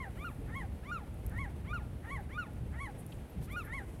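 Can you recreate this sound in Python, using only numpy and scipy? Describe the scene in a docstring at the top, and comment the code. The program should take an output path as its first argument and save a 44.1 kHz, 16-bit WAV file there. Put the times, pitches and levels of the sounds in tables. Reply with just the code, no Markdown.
"""On a wooden pier, two water birds, probably geese, are heard calling in turn some way off.
One gives a low honk that starts as a growl; the other yelps, its voice breaking upward.
Each voice is a tone plus overtones (higher tones shaped by the throat), echoing off water and pier.
Wind rumbles on the microphone over a wash of breeze and ripples. A wet rope is hauled in
with soft swishes and ticks, and shifting feet knock on the planks."""
import sys
import numpy as np
from scipy import signal
from scipy.fft import rfft, irfft
from scipy.io import wavfile

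SR = 44100
rng = np.random.default_rng(int(sys.argv[2]) if len(sys.argv) > 2 else 0)


def generate_wav(signal):
    """Clip the signal to [-1, 1] and save it as 16-bit WAV at the path in sys.argv[1]."""
    frames = np.transpose(np.atleast_2d(signal))
    scaled = np.clip(frames, -1, 1) * 32767
    pcm = np.round(scaled).astype(np.int16)
    wavfile.write(sys.argv[1], SR, pcm)


N = 176400

# how the wind rises and falls (time [s], level [dB])
WIND_GUSTS = [(0.0, -46.5), (0.27, -41.5), (0.72, -39.5), (0.75, -45), (1.24, -44), (1.27, -35.5),
              (1.57, -44), (1.67, -38.5), (2.09, -45.5), (2.13, -41), (2.48, -45), (2.62, -37.5),
              (2.88, -46.5), (3.17, -43.5), (3.31, -55), (3.39, -34), (3.5, -43.5), (4.0, -45)]
# how deep or bright the wind is, and the wash of breeze and water (frequency [Hz], relative level [dB])
WIND_COLOUR = [(13, -49), (22, -13.5), (48, 1), (70, 1.5), (124, -5), (385, -18), (600, -25), (780, -57),
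               (1320, -120)]
WASH_COLOUR = [(150, -1), (300, 1.5), (500, 1), (800, -4.5), (1200, -13), (2000, -14.5), (3000, -19),
               (5000, -28), (7000, -30), (10000, -23), (12500, -28), (16000, -35)]
# the course of one call; time 0 is the top of the honk, or the break in the yelp
# (time [s], pitch [Hz], lowest tone's level [dB], overtone level [dB])
HONK_SHAPE = [(-.1, 700, -65, -70), (-.08, 800, -58, -62.5), (-.062, 890, -55, -61),
              (-.045, 925, -71.5, -53.5), (-.03, 950, -58.5, -47), (-.015, 1090, -46, -43),
              (0, 1130, -43.5, -43), (.018, 1092, -46, -44.5), (.04, 979, -55, -44.5),
              (.052, 832.6, -51, -59), (.07, 808, -45.5, -65.5), (.09, 680, -68, -74)]
YELP_SHAPE = [(-.095, 730, -89, -76), (-.075, 870, -84, -64), (-.06, 1000, -59, -55.5),
              (-.04, 1135, -56, -52), (-.02, 1205, -46, -48.5), (-.001, 1240, -38.5, -55.5),
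              (.001, 1438, -36, -56), (.01, 1445, -33.5, -43.5), (.035, 1385, -37.5, -47),
              (.055, 1250, -42.5, -50.5), (.072, 1061, -56, -66), (.088, 870, -59.5, -62.5),
              (.115, 786, -47, -87)]
# when each call comes and how it varies (time [s], level change [dB], overtone change [dB],
# treble change [dB], pitch [ratio], length of the fall [ratio], echo delay [ratio])
HONK_CALLS = [(-.003, 0.5, 0, -2, 0.97, 1.16, 1.09), (.573, 0.5, 0.5, 0.5, 0.98, 1.06, 1.01),
              (1.407, -0.5, 2, 0.5, 0.99, 1.02, 0.99), (2.13, 2, 0, 1, 1.003, 1.0, 1.02),
              (2.823, 1.5, -1, 4, 1.006, 1.07, 1.0), (3.755, -2, 4.5, 3, .985, 0.94, 1.07)]
YELP_CALLS = [(.245, -2.5, -0.5, -6, 0.99, 0.8, 0.9), (.915, .5, -4, 0.5, 0.99, 1.12, 1.02),
              (1.731, -.5, -1.5, -3.5, 1.002, 0.85, 0.98), (2.378, -1, -0.5, -3, 1.006, 1.02, .94),
              (3.562, -2.5, 2.5, -0.5, 1, 0.99, 0.96)]
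# how each throat boosts or weakens the overtones (frequency [Hz], gain [dB])
HONK_THROAT_COLOUR = [(1000, -4), (1400, 4.5), (1850, 3), (2250, -3), (2750, -21.5), (3350, -20.5),
                      (4400, -33.5), (5500, -39.5), (6700, -34.5), (8800, -34), (10200, -25),
                      (11300, -36.5), (13000, -46)]
YELP_THROAT_COLOUR = [(1400, 10), (2000, 4.5), (2450, 2), (2900, -6.5), (3600, -9.5), (4300, -19.5),
                      (4900, -28), (5700, -21), (6300, -31), (7100, -20), (8500, -61), (10000, -23),
                      (11500, -24.5), (13500, -50)]
# quick echoes off the water and the pier (delay [s], gain [dB])
HONK_BOUNCES = [(.00333, -24), (.00637, -13), (.0095, -13)]
YELP_BOUNCES = [(.0059, -13), (.0088, -18)]
# puffs of hoarse air in a honk (time from its top [s], length [s], level [dB])
HOARSE_PUFFS = [(-.075, 0.048, -56.5), (0.063, 0.045, -60)]
# rope sliding (middle time [s], length [s], level [dB], centre frequency [Hz], band width [Hz])
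ROPE_SWISHES = [(0.267, 0.29, -69.5, 11000, 3940), (1.224, 0.17, -74, 10570, 4007),
                (2.999, 0.035, -58.5, 10320, 2200), (3.125, 0.013, -55, 3240, 1190),
                (3.128, .12, -69, 10100, 4000), (3.305, .025, -67, 12300, 600),
                (3.441, 0.046, -60.5, 10900, 3730), (3.441, 0.057, -67, 3750, 3000),
                (3.523, 0.026, -59, 11230, 3500), (3.59, 0.085, -70, 10780, 3980),
                (3.656, 0.04, -63.5, 11650, 2300), (3.918, 0.26, -71.5, 9660, 3493)]
# feet on the planks (time [s], level [dB], pitch [Hz])
FOOT_KNOCKS = [(0.386, -40, 278.5), (.412, -44.5, 436), (3.368, -32.5, 155), (3.39, -29.5, 123)]
# ticks of the rope and its drips (time [s], peak level [dB], centre frequency [Hz])
ROPE_TICKS = [(.563, -50, 13000), (1.142, -50, 12000), (1.2645, -36, 12050), (1.296, -48, 11160),
              (1.378, -48, 11450), (2.138, -54, 14000), (2.209, -51, 14000), (2.535, -55, 14000),
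              (3.0648, -38, 11000)]

TIME = np.arange(N) / SR  # seconds
FREQS = np.fft.rfftfreq(N, 1 / SR)  # Hz


def undb(db):
    """Turn decibels into a number to multiply a sound by."""
    return 10 ** (np.asarray(db) / 20)


def unit(x):
    """Scale a signal so that its typical swing is 1."""
    return x / (x.std() + 1e-15)


def colour(hz, points):
    """Read the gain at these frequencies from a (frequency [Hz], level [dB]) curve."""
    f, db = np.array(points).T
    return undb(np.interp(np.log(np.maximum(hz, 1)), np.log(f), db))


def noise(gains):
    """Noise shaped by one gain for each frequency in FREQS."""
    return unit(irfft(rfft(rng.standard_normal(N)) * gains, N))


def bell(x, centre, width):
    """A smooth hump that reaches 1 at its centre."""
    return np.exp(-((x - centre) / width) ** 2)


def band(hz, width_hz):
    """Noise gathered around one frequency."""
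    return noise(bell(FREQS, hz, width_hz))


def wobble(rate_hz):
    """A random wavering; a higher rate makes it quicker."""
    return band(0, rate_hz)


def wind():
    """Gusts buffet the microphone with a deep rumble, under a steadier rush."""
    at, db = np.array(WIND_GUSTS).T
    gust_db = np.interp(TIME, at, db) + .5 * wobble(16)
    bottom_hz, split_hz, top_hz = 28, 153, 340
    spectrum = colour(FREQS, WIND_COLOUR)
    deep_share = 1 / (1 + (FREQS / split_hz) ** 6)
    rumble = noise(spectrum * np.sqrt(deep_share) * FREQS ** 4 / (FREQS ** 4 + bottom_hz ** 4))
    rush = noise(spectrum * np.sqrt(1 - deep_share) / (1 + (FREQS / top_hz) ** 4))
    rush_db = -51 + 0.5 * (gust_db - gust_db.mean())  # follows the gusts only halfway
    return rumble * undb(gust_db - 0.42) + rush * undb(rush_db)


def breeze_and_ripples():
    """Breeze and rippling water blend into a steady wash that flickers slightly."""
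    level_db = -54.5 + wobble(28)
    return undb(level_db) * noise(colour(FREQS, WASH_COLOUR))


def goose(shape, calls, throat, bounces, growl_end_s, growl_fade_s, growl_db):
    """A bird's calls: an unsteady, gliding tone with throat-shaped overtones and a growl at the start."""
    at, pitch, tone_db, overtone_db = np.array(shape).T
    jitter = 1 + 0.0041 * wobble(344)  # shakes the pitch
    rasp = 1 + undb(-30.5) * wobble(450)  # shakes the loudness
    shimmer = [undb(1.87 * wobble(55.3)) for _ in range(12)]  # shakes each overtone separately
    flutter = 1 + 0.19 * wobble(90)  # roughens the growl
    out = np.zeros(N)
    for moment, db, bright_db, treble_db, pitch_ratio, fall_stretch, echo_stretch in calls:
        call_time = (TIME - moment) / np.where(TIME > moment, fall_stretch, 1)
        on = (call_time > at[0]) & (call_time < at[-1])
        call_time = call_time[on]
        hz = pitch_ratio * np.interp(call_time, at, pitch) * jitter[on]
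        phase = 2 * np.pi * np.cumsum(hz) / SR
        tone = undb(np.interp(call_time, at, tone_db)) * np.sin(phase)
        overtones = np.zeros(len(hz))
        for k in range(2, 13):
            strength = colour(k * hz, throat) * undb(treble_db * (k > 3))
            overtones += strength * shimmer[k - 2][on] * np.sin(k * phase)
        # the growl is extra tones halfway between the usual ones
        growl = sum(colour(k * hz, throat) * np.sin(k * phase) for k in (1.5, 2.5, 3.5))
        growl_fade = np.clip((growl_end_s - call_time) / growl_fade_s, 0, 1)
        overtones += undb(growl_db) * growl * flutter[on] * growl_fade
        voice = tone + undb(np.interp(call_time, at, overtone_db) + bright_db) * overtones
        call = np.zeros(N)
        call[on] = undb(db) * voice * rasp[on] * signal.windows.tukey(len(hz), .08)  # soft ends
        out += add_pier_echoes(call, bounces, echo_stretch)
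    return out


def add_pier_echoes(call, bounces, stretch):
    """Water and pier send back slightly late copies, which make a gliding note ripple."""
    return call + sum(undb(db) * np.pad(call, (round(delay * stretch * SR), 0))[:N]
                      for delay, db in bounces)


def shore_echo(calls):
    """A faint, dull echo comes back from across the water."""
    rise_s, fade_s = 0.012, 0.66
    tail = band(0, width_hz=4200) * undb(-60 * TIME / fade_s) * np.clip(TIME / rise_s, 0, 1)
    return undb(-28) * signal.fftconvolve(calls, tail / np.linalg.norm(tail))[:N]


def hoarse_breath():
    """Rough air is heard where each honk catches and where it dies away."""
    swell = sum(undb(db) * bell(TIME, honk[0] + offset, length / 2)
                for honk in HONK_CALLS for offset, length, db in HOARSE_PUFFS)
    return swell * band(1670, width_hz=540)


def rope_swishes():
    """Rope hisses through hands and over the rail, its fibres crackling."""
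    snaps_per_s, spread_db, crackle_db = 350, 3, -6
    snaps = (rng.random(N) < snaps_per_s / SR) * undb(spread_db * rng.standard_normal(N))
    snap_spectrum = rfft(snaps)
    out = np.zeros(N)
    for middle, length, db, hz, width_hz in ROPE_SWISHES:
        crackle = unit(irfft(snap_spectrum * bell(FREQS, hz, width_hz), N))
        swell = undb(db) * bell(TIME, middle, length / 2)
        out += swell * (band(hz, width_hz) + undb(crackle_db) * crackle)
    return out


def plank_knocks():
    """A shifting foot makes a board ring briefly."""
    rise_s, decay_s = .002, .017
    out = np.zeros(N)
    for start, db, hz in FOOT_KNOCKS:
        age = np.maximum(TIME - start, 0)
        loudness = undb(db) * (1 - np.exp(-age / rise_s)) * np.exp(-age / decay_s)
        out += loudness * np.sin(2 * np.pi * hz * age)
    return out


def rope_ticks():
    """The wet rope and its drips make tiny, sharp bursts of noise, each with a faint tail."""
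    decay_s, tail_s, tail_db = .001, .0085, -20
    out = np.zeros(N)
    for start, db, hz in ROPE_TICKS:
        age = np.maximum(TIME - start, 0)
        fade = np.exp(-age / decay_s) + undb(tail_db) * np.exp(-age / tail_s)
        tick = (TIME >= start) * fade * band(hz, width_hz=3200)
        out += undb(db) * tick / np.abs(tick).max()
    return out


def scene():
    """Mix both birds and their echoes with wind, water, rope and feet, in one channel."""
    yelps = goose(YELP_SHAPE, YELP_CALLS, YELP_THROAT_COLOUR, YELP_BOUNCES,
                  growl_end_s=-0.057, growl_fade_s=0.014, growl_db=-3)
    honks = goose(HONK_SHAPE, HONK_CALLS, HONK_THROAT_COLOUR, HONK_BOUNCES,
                  growl_end_s=-0.029, growl_fade_s=0.04, growl_db=-2)
    birds = yelps + honks + hoarse_breath()
    background = shore_echo(birds) + wind() + breeze_and_ripples()
    hauling = rope_swishes() + plank_knocks() + rope_ticks()
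    return (birds + background + hauling)[None]


def record(dry):
    """Cut away the very highest treble."""
    top_hz = 15850
    return signal.sosfilt(signal.ellip(10, .2, 70, top_hz, fs=SR, output="sos"), dry)


dry = scene()
out = record(dry)
generate_wav(out)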